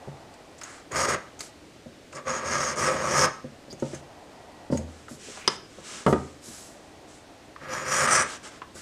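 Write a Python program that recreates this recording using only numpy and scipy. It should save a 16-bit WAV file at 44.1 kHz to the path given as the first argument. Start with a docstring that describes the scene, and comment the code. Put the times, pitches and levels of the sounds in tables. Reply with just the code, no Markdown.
"""A steel edge tool shaves three strips off leather-covered blocks on a workbench, heard close and in mono.
The parting fibres form a dense train of random impulses that drives block, bench and blade into forced
vibration: a rasp. Between strokes, impacts excite free vibration as blocks are set down and the tool taps,
ticks and clacks, while friction of hands and leather gives swishes, hisses and brief squeaks.
The small, quiet workshop adds a short reverberation, a steady rush and a faint drone."""
import sys
import numpy as np
from scipy import signal
from scipy.fft import rfft, irfft
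from scipy.io import wavfile

SR = 44100
rng = np.random.default_rng(int(sys.argv[2]) if len(sys.argv) > 2 else 0)


def to_wav(s):
    """Save 16-bit WAV."""
    ch = np.atleast_2d(s).T  # columns
    pcm = np.round(np.clip(ch, -1, 1) * 32767)  # PCM
    wavfile.write(sys.argv[1], SR, pcm.astype(np.int16))


N = 388521

# spectral envelopes (f/Hz, relative level/dB)
AIR_SPECTRUM = [(20, -14), (75, -1), (190, -2.5), (240, -2), (300, 3.5), (350, -1), (620, -4), (900, -12.5),
                (1700, -12.5), (4700, -18), (8500, -23.5), (11000, -32), (15500, -41)]   # rush of the room
SWISH_SPECTRUM = [(400, -43), (1500, -2), (3000, 3), (4300, 0.5), (6000, 4.5), (8000, 3.5), (9400, -4),
                  (10500, -11), (12500, -24), (15500, -36)]   # bright part of brushing
RUB_SPECTRUM = [(50, -46), (200, 4), (700, 2), (1300, 7), (2600, -3), (4000, -5.5), (7000, -14),
                (13000, -60)]   # dull part of friction
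SLIDE_SPECTRUM = [(400, -51), (1500, -21), (3000, -3), (5000, 4), (8000, 7.5), (9400, -4.5), (10500, -5),
                  (13000, -25), (15500, -33)]   # hiss of slipping leather
TICK_SPECTRUM = [(400, -16), (1400, -10.5), (2200, -10), (3200, -16), (4800, -17), (6700, -10), (9000, -13),
                 (11000, -27), (15000, -33)]   # tiny hard contact
THUD_SPECTRUM = [(60, -46), (150, -1.5), (230, 8.5), (340, 2.5), (450, 2), (650, 1.5), (820, -4),
                 (1300, -20.5), (4000, -30)]   # padded impact
BOOM_SPECTRUM = [(30, -31), (60, -14), (85, -2), (135, -2), (175, -2), (400, -31), (1500, -76)]   # low push of an impact on the bench
EDGE_SPECTRUM = [(300, -15), (800, -10), (950, 2), (1200, -5), (1420, -2), (1650, -17.5), (1880, -13.5),
                 (2300, -19.5), (3000, -20), (4500, -29.5), (9000, -31.5), (14000, -69)]   # hard edge striking the bench
RASP_SPECTRUM = [(400, -34.5), (700, -15), (1000, -3.5), (1250, 0.5), (1600, -4), (1950, -5.5),
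                 (2300, -5.5), (2600, -10.5), (3300, -15.5), (3900, -18.5), (6000, -15), (12000, -88.5)]   # cutting, through the block
THRUM_SPECTRUM = [(35, -51), (60, -13), (100, -3), (150, -1), (280, 0.5), (420, 4.5), (560, 4), (720, -0.5),
                  (1100, -23), (5000, -67)]   # cutting, through the bench
BLADE_SPECTRUM = [(2400, -37), (3200, -28.5), (4200, -10), (4800, 2), (5600, 4.5), (6800, 0), (7400, -19),
                  (9000, -26), (13000, -58.5)]   # cutting, through the blade
FIZZ_SPECTRUM = [(4000, -61), (6500, -12.5), (7400, -4.5), (8600, 0), (9400, -5), (10100, -17),
                 (12000, -44), (15000, -46)]   # finest fibres
CRISP_SPECTRUM = [(7000, -45), (9500, 4), (11000, 7), (12500, 0), (14000, -10), (15500, -23)]   # dry fibres

# normal modes (f/Hz, bandwidth/Hz, gain/dB)
BENCH_MODES = [(64.3, 4.8, 17), (80, 4.9, 17.5), (138.4, 10.5, 16), (182, 14, -12), (230, 42, 1.5),
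               (302, 20, -5), (341, 22, -2.5), (422, 21, -6.5), (532, 30, 7.5), (563, 55, 4.5),
               (626, 260, -16.5), (790, 6.4, 0.5), (908, 23, 6), (1146, 29, 2), (1227, 9.3, 5),
               (1288, 11, 3.5), (1309, 26, -1.5), (1573, 44, 0), (1650, 33, 5.5), (1840, 44, 6.5),
               (1920, 6.8, -33)]   # bench top carrying a block
TOOL_MODES = [(136, 12, 5.5), (284, 240, 0.5), (560, 170, 1), (1040, 170, 4), (1350, 200, -1),
              (1720, 300, -1), (2130, 53, 4), (3220, 600, -0.5), (4020, 180, -22), (4860, 470, 3),
              (5080, 276, 11), (5470, 290, 2), (6100, 480, -3.5), (7540, 450, -22), (9440, 820, -11)]   # steel tool and handle
SHANK_MODES = [(3270, 150, 18), (5280, 300, -4), (5730, 90, 1), (6000, 90, 1), (6950, 110, 3)]   # shank of the blade

# envelope of the background drone (t/s, level/dB)
DRONE_ENVELOPE = [(0, -48.5), (0.8, -58), (1.5, -55), (2.0, -80), (3.5, -62), (4.1, -52), (4.65, -51),
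                  (5.1, -64), (6.2, -71), (6.7, -54.5), (8.6, -61)]
# arm and hand crossing the bench (t/s, duration/s, swish level/dB, relative rub level/dB)
HAND_SWEEPS = [(3.779, 0.24, -50.5, -70), (5.18, 0.25, -45, -52.5), (5.318, 0.16, -55, -46),
               (5.464, 0.11, -46, -41.5), (5.663, 0.6, -53, -51.5), (5.826, 0.22, -42, -43),
               (8.252, 0.13, -41, -39.5), (8.425, 0.077, -45, -42), (8.482, 0.12, -56, -47.5)]
# block and fingertips sliding into place
# (t/s, duration/s, relative hiss level/dB, relative hum level/dB, crackle level/dB)
BLOCK_SLIDES = [(0.579, 0.025, -52, -63, -72), (0.618, 0.24, -52.5, -42.5, -74),
                (1.39, 0.12, -48, -49.5, -58), (3.922, 0.06, -55, -44.5, -72), (4.707, 0.14, -52, -58, -68),
                (4.861, 0.3, -61.5, -55.5, -85), (5.081, 0.12, -51.5, -63, -60),
                (6.074, 0.075, -45.5, -58, -53), (6.101, 0.35, -57.5, -57, -85),
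                (6.408, 0.38, -47.5, -51.5, -55.5), (6.702, 0.3, -65, -72, -85),
                (7.07, 0.18, -57.5, -62, -80), (8.74, 0.15, -48.5, -46.5, -59)]
# leather squeaking on leather (t/s, duration/s, rms level/dB, f/Hz, bandwidth/Hz)
LEATHER_SQUEAKS = [(3.7, 0.029, -46, 4820, 220), (4.703, 0.058, -53, 4830, 120),
                   (5.376, 0.14, -50.5, 2440, 450)]
# contacts of blade and fingernails (t/s, peak level/dB, f/Hz)
SHARP_TICKS = [(0.3385, -42.5, 4750), (0.613, -32, 5100), (0.6345, -27.5, 6640), (0.9175, -32, 6730),
               (1.3916, -31.5, 6500), (1.406, -22.5, 4660), (3.256, -21, 5100), (3.7274, -33, 6500),
               (3.7988, -37.5, 6450), (3.9468, -32.5, 6360), (4.7732, -26.5, 6660)]
# light taps of the tool on a block (t/s, peak level/dB, f/Hz)
TOOL_TAPS = [(0.616, -31, 1450), (2.128, -37.5, 1150), (5.083, -31.5, 1300), (5.373, -31.5, 780),
             (7.562, -30, 1180), (8.618, -26, 1020)]
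# the tool striking the bench (t/s, peak level/dB)
TOOL_CLACKS = [(5.477, -4.5)]
# blocks and hands landing on the bench (t/s, thud peak level/dB, thud f/Hz, boom f/Hz)
LANDINGS = [(0.075, -29.5, 170, 142), (1.86, -33, 225, 140), (3.444, -27, 231, 147),
            (3.682, -35.5, 260, 170), (3.729, -33, 335, 99), (3.824, -17, 297, 150),
            (3.934, -26.5, 290, 122), (4.701, -19.5, 248, 152), (4.725, -13.5, 248, 170),
            (4.748, -21, 238, 105), (4.792, -24, 207, 78), (5.111, -31, 240, 157), (5.285, -35.5, 380, 170),
            (5.785, -35.5, 420, 121), (6.064, -9, 388, 135), (6.08, -11, 301, 141), (6.127, -8, 342, 163),
            (6.48, -36, 294, 127), (8.755, -36, 304, 73)]
# one envelope for each stroke of the blade (t/s, rasp level/dB, treble level/dB)
STROKE_ENVELOPES = [
    [(2.12, -61, -57), (2.132, -57, -51), (2.144, -50, -58), (2.154, -45, -40.5), (2.178, -39, -49),
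     (2.216, -53, -74), (2.24, -62, -67)],
    [(0.9, -68, -73), (0.916, -40, -52), (0.966, -27.5, -30.5), (1.056, -29.5, -32), (1.068, -35, -43),
     (1.092, -28.5, -30.5), (1.144, -26, -37.5), (1.178, -46, -65), (1.19, -38, -56)],
    [(2.25, -46.5, -57), (2.282, -30, -37), (2.378, -34, -39.5), (2.412, -39, -49), (2.478, -33.5, -36),
     (2.522, -29.5, -33), (2.68, -30.5, -32), (2.728, -34, -38), (2.755, -35, -52)],
    [(2.755, -39, -47), (2.787, -32, -33.5), (2.869, -24.5, -31.5), (2.959, -32.5, -41), (3.039, -32, -40),
     (3.203, -24, -25), (3.255, -22.5, -26), (3.267, -31.5, -55), (3.29, -30, -42)],
    [(7.6, -50, -64), (7.644, -42.5, -51), (7.666, -44, -57), (7.732, -32, -36), (7.852, -38, -47),
     (7.872, -34, -40), (7.946, -27, -29), (8.03, -25, -29), (8.07, -22.5, -31)],
    [(8.07, -19, -32), (8.074, -20, -32.5), (8.124, -23, -25.5), (8.162, -22.5, -24.5), (8.166, -20, -24),
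     (8.188, -22, -30.5), (8.222, -25.5, -28.5), (8.254, -38.5, -55), (8.27, -40, -48)],
]
# how block and tool are held in each stroke (block f/Hz, block gain/dB, tip f/Hz, tip gain/dB,
# shank gain/dB, thrum gain/dB, fizz gain/dB, fizz growth over the stroke/dB, crackle gain/dB)
STROKE_GRIPS = [(1080, 3, 7100, 22, -12, 0, -7.5, 0, -25), (1100, -2.5, 6700, 7.5, -5, 1, -6.5, 3, -19),
                (1120, -2, 6550, 11, -2, -0.5, -11, -0.5, -25.5),
                (1100, -3, 6560, 8, 4.5, 2, -8, -3.5, -21),
                (1280, -27, 6900, 11, 7, -2.5, -9.5, 16.5, -17.5),
                (1300, -13, 5950, 13, 7, -4.5, -1.5, 2, -23)]

HIT_SAMPLES = SR // 2


def from_db(db):
    """Amplitude ratio of a level in decibels."""
    return 10 ** (np.asarray(db) / 20)


def unit_rms(x):
    """Normalisation to an rms of 1."""
    return x / np.sqrt(np.mean(x ** 2) + 1e-20)


def at_peak(x, peak_db):
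    """Normalisation to a peak level."""
    return from_db(peak_db) * x / np.abs(x).max()


def in_time(rows, t):
    """Linear interpolation of each column of an envelope at the times t."""
    times, *columns = np.transpose(rows)
    return [np.interp(t, times, column) for column in columns]


def add(out, start, sound):
    """Superposition of a sound that begins at start, in seconds."""
    at = int(np.clip(start * SR, 0, N - 1))
    out[at:at + len(sound)] += sound[:N - at]


def colour(x, spectrum, size=4096):
    """Minimum-phase filtering: folding the cepstrum gives a causal response with this spectrum."""
    hz, db = np.transpose(spectrum)
    grid = np.maximum(np.fft.rfftfreq(size, 1 / SR), 1)
    gain = from_db(np.interp(np.log(grid), np.log(hz), db))
    cepstrum = irfft(np.log(gain))
    cepstrum[1:size // 2] *= 2
    cepstrum[size // 2 + 1:] = 0
    response = irfft(np.exp(rfft(cepstrum)))
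    return signal.fftconvolve(x, response)[:len(x)]


def resonance(hz, width_hz):
    """Filter coefficients of a damped oscillator with unit gain at resonance."""
    r = np.exp(-np.pi * width_hz / SR)
    return (1 - r * r) / 2 * np.array([1, 0, -1]), [1, -2 * r * np.cos(2 * np.pi * hz / SR), r * r]


def ring(x, hz, width_hz):
    """Forced response of one damped oscillator."""
    return signal.lfilter(*resonance(hz, width_hz), x + 1e-18)


def gliding_ring(x, hz, width_hz, size=128):
    """Forced response of an oscillator whose natural frequency varies."""
    out, state = np.zeros(len(x)), np.zeros(2)
    for i in range(0, len(x), size):
        out[i:i + size], state = signal.lfilter(*resonance(hz[i], width_hz), x[i:i + size], zi=state)
    return out


def low_pass(x, hz, order=2):
    """Attenuation above a cutoff frequency."""
    return signal.sosfilt(signal.butter(order, min(hz, SR / 2 - 1000), fs=SR, output="sos"), x)


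def scatter(t60, level_db):
    """Scattering: a unit impulse, then exponentially decaying reflections of the given total level."""
    t = np.arange(HIT_SAMPLES) / SR
    spray = rng.standard_normal(HIT_SAMPLES) * from_db(-np.minimum(60 * t / t60, 200))
    response = from_db(level_db) * spray / np.linalg.norm(spray)
    response[0] = 1
    return response


def snaps(t, per_s, spread_db):
    """Shot noise: fibres let go at random moments, most faintly and a few strongly."""
    sizes = from_db(spread_db * np.minimum(rng.exponential(1, len(t)), 4))
    signs = rng.choice([-1, 1], len(t))
    return sizes * signs * (rng.random(len(t)) < per_s / SR)


def waver(t, per_s):
    """Random modulation with a spread near 1."""
    knots = rng.standard_normal(len(t))
    return np.interp((t - t[0]) * per_s, np.arange(len(t)), knots)


def bench(force):
    """Modal superposition: the bench top radiates a force broadly and rings on at its modes."""
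    return force + sum(from_db(db) * ring(force, hz, width) for hz, width, db in BENCH_MODES)


def background(air_db=-50.5, drone_hz=660, drone_width_hz=460, whine_hz=1930, whine_db=-15.5):
    """Filtered noise: a steady broadband rush, with a hollow drone and thin whine that swell and fade."""
    level, = in_time(DRONE_ENVELOPE, np.arange(N) / SR)
    rush, hollow, thin = rng.standard_normal((3, N))
    air = from_db(air_db) * unit_rms(colour(rush, AIR_SPECTRUM))
    drone = unit_rms(ring(ring(hollow, drone_hz, drone_width_hz), drone_hz, drone_width_hz))
    whine = from_db(whine_db) * unit_rms(ring(thin, whine_hz, width_hz=22))
    return air + from_db(level) * (drone + whine)


def workshop(direct):
    """Reverberation: a short diffuse tail, a little duller than the direct sound."""
    tail = scatter(t60=0.41, level_db=-7.0)
    tail[0] = 0
    return direct + signal.fftconvolve(direct, low_pass(tail, hz=3600, order=1))[:N]


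def brushing(rub_gain_db=-3.5, speed_exponent=0.63):
    """Friction noise of arm and hand on the bench: its amplitude follows a power of their speed."""
    out = np.zeros(N)
    for start, length, swish_db, rub_db in HAND_SWEEPS:
        t = np.arange(int(length * SR)) / SR
        speed = np.sin(np.pi * t / length)
        swish = unit_rms(colour(snaps(t, per_s=25000, spread_db=4.0), SWISH_SPECTRUM))
        rub = unit_rms(colour(snaps(t, per_s=14000, spread_db=0.0), RUB_SPECTRUM))
        friction = from_db(swish_db) * swish + from_db(rub_db + rub_gain_db) * rub
        add(out, start, speed ** speed_exponent * friction)
    return out


def sliding(hiss_gain_db=1.0, hum_gain_db=-5.5, block_hz=1480, rise_share=0.13, fall_share=0.56):
    """Sliding friction: leather hisses in proportion to its speed and drives a faint hum in the block."""
    out = np.zeros(N)
    for start, length, hiss_db, hum_db, crackle_db in BLOCK_SLIDES:
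        t = np.arange(int(length * SR)) / SR
        speed = np.clip(np.minimum(t / rise_share, (length - t) / fall_share) / length, 0, 1)
        force = snaps(t, per_s=16000, spread_db=3.5)
        hiss = from_db(hiss_db + hiss_gain_db) * unit_rms(colour(force, SLIDE_SPECTRUM))
        block = ring(colour(force, RUB_SPECTRUM), block_hz, width_hz=1400)
        hum = from_db(hum_db + hum_gain_db) * unit_rms(block)
        crackle = from_db(crackle_db) * unit_rms(colour(force, CRISP_SPECTRUM))
        add(out, start, speed * (hiss + hum + crackle))
    return out


def squeaks():
    """Stick-slip friction: a short run of slips, leather on leather, excites one narrow resonance."""
    out = np.zeros(N)
    for start, length, level_db, hz, width in LEATHER_SQUEAKS:
        t = np.arange(int(length * SR)) / SR
        slips = ring(snaps(t, per_s=2400, spread_db=3.5), hz, width)
        add(out, start, from_db(level_db) * unit_rms(slips * signal.windows.tukey(len(t), .5)))
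    return out


def ticks(ring_db=12.0):
    """Impulse excitation: a tiny hard contact gives a broadband crunch and one bright resonance."""
    out = np.zeros(N)
    for start, peak_db, hz in SHARP_TICKS:
        crunch = colour(scatter(t60=0.053, level_db=20.0), TICK_SPECTRUM)
        tick = crunch + from_db(ring_db) * ring(crunch, hz, width_hz=340)
        add(out, start, at_peak(tick, peak_db))
    return out


def taps():
    """Damped resonance: the tool touches the leather with a short, hollow tap."""
    out = np.zeros(N)
    for start, peak_db, hz in TOOL_TAPS:
        hollow = ring(scatter(t60=0.039, level_db=10.0), hz, width_hz=350)
        add(out, start, at_peak(low_pass(hollow, hz=3620), peak_db))
    return out


def clacks(steel_hz=5170, steel_db=-15.0, rap_db=-15.5):
    """Free vibration: the tool raps the bench and its modes ring; a lightly damped steel tone lingers."""
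    out = np.zeros(N)
    for start, peak_db in TOOL_CLACKS:
        force = low_pass(scatter(t60=0.035, level_db=0.0), hz=10100, order=4)
        modes = sum((-1) ** k * from_db(db) * ring(force, hz, width)
                    for k, (hz, width, db) in enumerate(TOOL_MODES))
        steel = from_db(steel_db) * ring(force, steel_hz, width_hz=16)
        rap = colour(scatter(t60=0.053, level_db=10.0), EDGE_SPECTRUM)
        add(out, start, at_peak(modes + steel, peak_db) + at_peak(rap, peak_db + rap_db))
    return out


def knocks(padded_hz=243, firm_db=-13, bounce_db=-3.0, bounce_t60=0.089, sag=0.23, sag_s=.015):
    """Cushioned impact of a block: a harder landing thuds higher, booms less and clacks more."""
    out, t = np.zeros(N), np.arange(HIT_SAMPLES) / SR
    for start, thud_db, thud_hz, boom_hz in LANDINGS:
        hardness = np.log2(thud_hz / padded_hz)   # octaves above a flat landing on the leather
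        impact = low_pass(colour(scatter(t60=0.11, level_db=3.0), THUD_SPECTRUM), 2.43 * thud_hz)
        # the block bounces on its leather, falling in pitch as the squeezed pad relaxes
        bounce_hz = thud_hz * (1 + sag * np.exp(-t / sag_s))
        bounce = np.sin(2 * np.pi * np.cumsum(bounce_hz) / SR) * from_db(-60 * t / bounce_t60)
        thud = at_peak(bench(impact), 0) + from_db(bounce_db) * bounce
        add(out, start, at_peak(thud, thud_db))
        # the place of the blow decides which low bench mode booms
        push = ring(colour(scatter(t60=0.2, level_db=-5.5), BOOM_SPECTRUM), boom_hz, width_hz=65)
        boom_db = thud_db - 9.0 - 10.5 * hardness
        add(out, start, at_peak(bench(push), boom_db))
        # a hard edge clacks; a gentle landing stays on the padding and clacks less
        edge = colour(scatter(t60=0.052, level_db=21.0), EDGE_SPECTRUM)
        clack_db = thud_db - 18.0 + 21 * hardness + 0.44 * (thud_db - firm_db)
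        add(out, start, at_peak(bench(edge), clack_db))
    return out


def cutting(firm_rasp_db=-28, firm_treble_db=-41, tip_sag_hz=200, tip_waver_hz=90, waver_db=3.5):
    """Forced vibration: one stream of parting fibres drives the block, the bench and the blade."""
    out = np.zeros(N)
    for stroke, grip in zip(STROKE_ENVELOPES, STROKE_GRIPS):
        block_hz, block_db, tip_hz, tip_db, shank_db, thrum_db, fizz_db, growth_db, crackle_db = grip
        t = np.arange(int(stroke[0][0] * SR), int(stroke[-1][0] * SR)) / SR
        gate = np.clip(np.minimum(t - t[0], t[-1] - t) / 0.0048, 0, 1)
        rasp_db, treble_db = in_time(stroke, t)
        along = np.linspace(-.5, .5, len(t))
        # in a harder push the thrum grows less than the rasp; the finest fibres keep up with the treble
        low_db = firm_rasp_db - 4.5 + 0.71 * (rasp_db - firm_rasp_db)
        fine_db = firm_treble_db + 0.99 * (treble_db - firm_treble_db)
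        # the blade catches and frees itself in the uneven hide
        catch = from_db(1.06 * waver(t, per_s=90))
        force = snaps(t, per_s=4200, spread_db=2.5) * catch
        block = colour(force, RASP_SPECTRUM)
        block_gain = from_db(block_db + waver_db * waver(t, per_s=30))
        block = block + block_gain * ring(block, block_hz, width_hz=170)
        rasp = from_db(rasp_db) * unit_rms(bench(block))
        thrum = from_db(low_db + thrum_db) * unit_rms(bench(colour(force, THRUM_SPECTRUM)))
        # the tip's resonance sinks along the stroke; the shank's modes stay put, each excited unevenly
        steel = colour(force, BLADE_SPECTRUM)
        tip_gain = from_db(tip_db + waver_db * waver(t, per_s=31))
        glide_hz = tip_hz - tip_sag_hz * along + tip_waver_hz * waver(t, per_s=60)
        tip = tip_gain * gliding_ring(steel, glide_hz, width_hz=170)
        shank = sum(from_db(db + shank_db + waver_db * waver(t, per_s=33.8)) * ring(steel, hz, width)
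                    for hz, width, db in SHANK_MODES)
        blade = from_db(treble_db) * unit_rms(steel + tip + shank)
        # the finest fibres fizz, and dry ones crackle on top
        fizz_gain = from_db(fine_db + fizz_db + growth_db * along + 1.5 * waver(t, per_s=38.4))
        fizz = fizz_gain * unit_rms(colour(force, FIZZ_SPECTRUM))
        dry_snaps = catch * snaps(t, per_s=5000, spread_db=3.0)
        crackle = from_db(fine_db + crackle_db) * unit_rms(colour(dry_snaps, CRISP_SPECTRUM))
        add(out, t[0], gate * (rasp + thrum + blade + fizz + crackle))
    return out


def scene():
    """Superposition of the handwork, its reverberation and the background, alike in both channels."""
    rubbed = cutting() + brushing() + sliding() + squeaks()
    struck = knocks() + taps() + ticks() + clacks()
    mono = workshop(rubbed + struck) + background()
    return np.stack([mono, mono])


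def record(dry):
    """Band limiting: a steep elliptic low-pass removes the highest treble."""
    cutoff_hz = 15300
    return signal.sosfilt(signal.ellip(10, .1, 80, cutoff_hz, fs=SR, output="sos"), dry)


dry = scene()
out = record(dry)
to_wav(out)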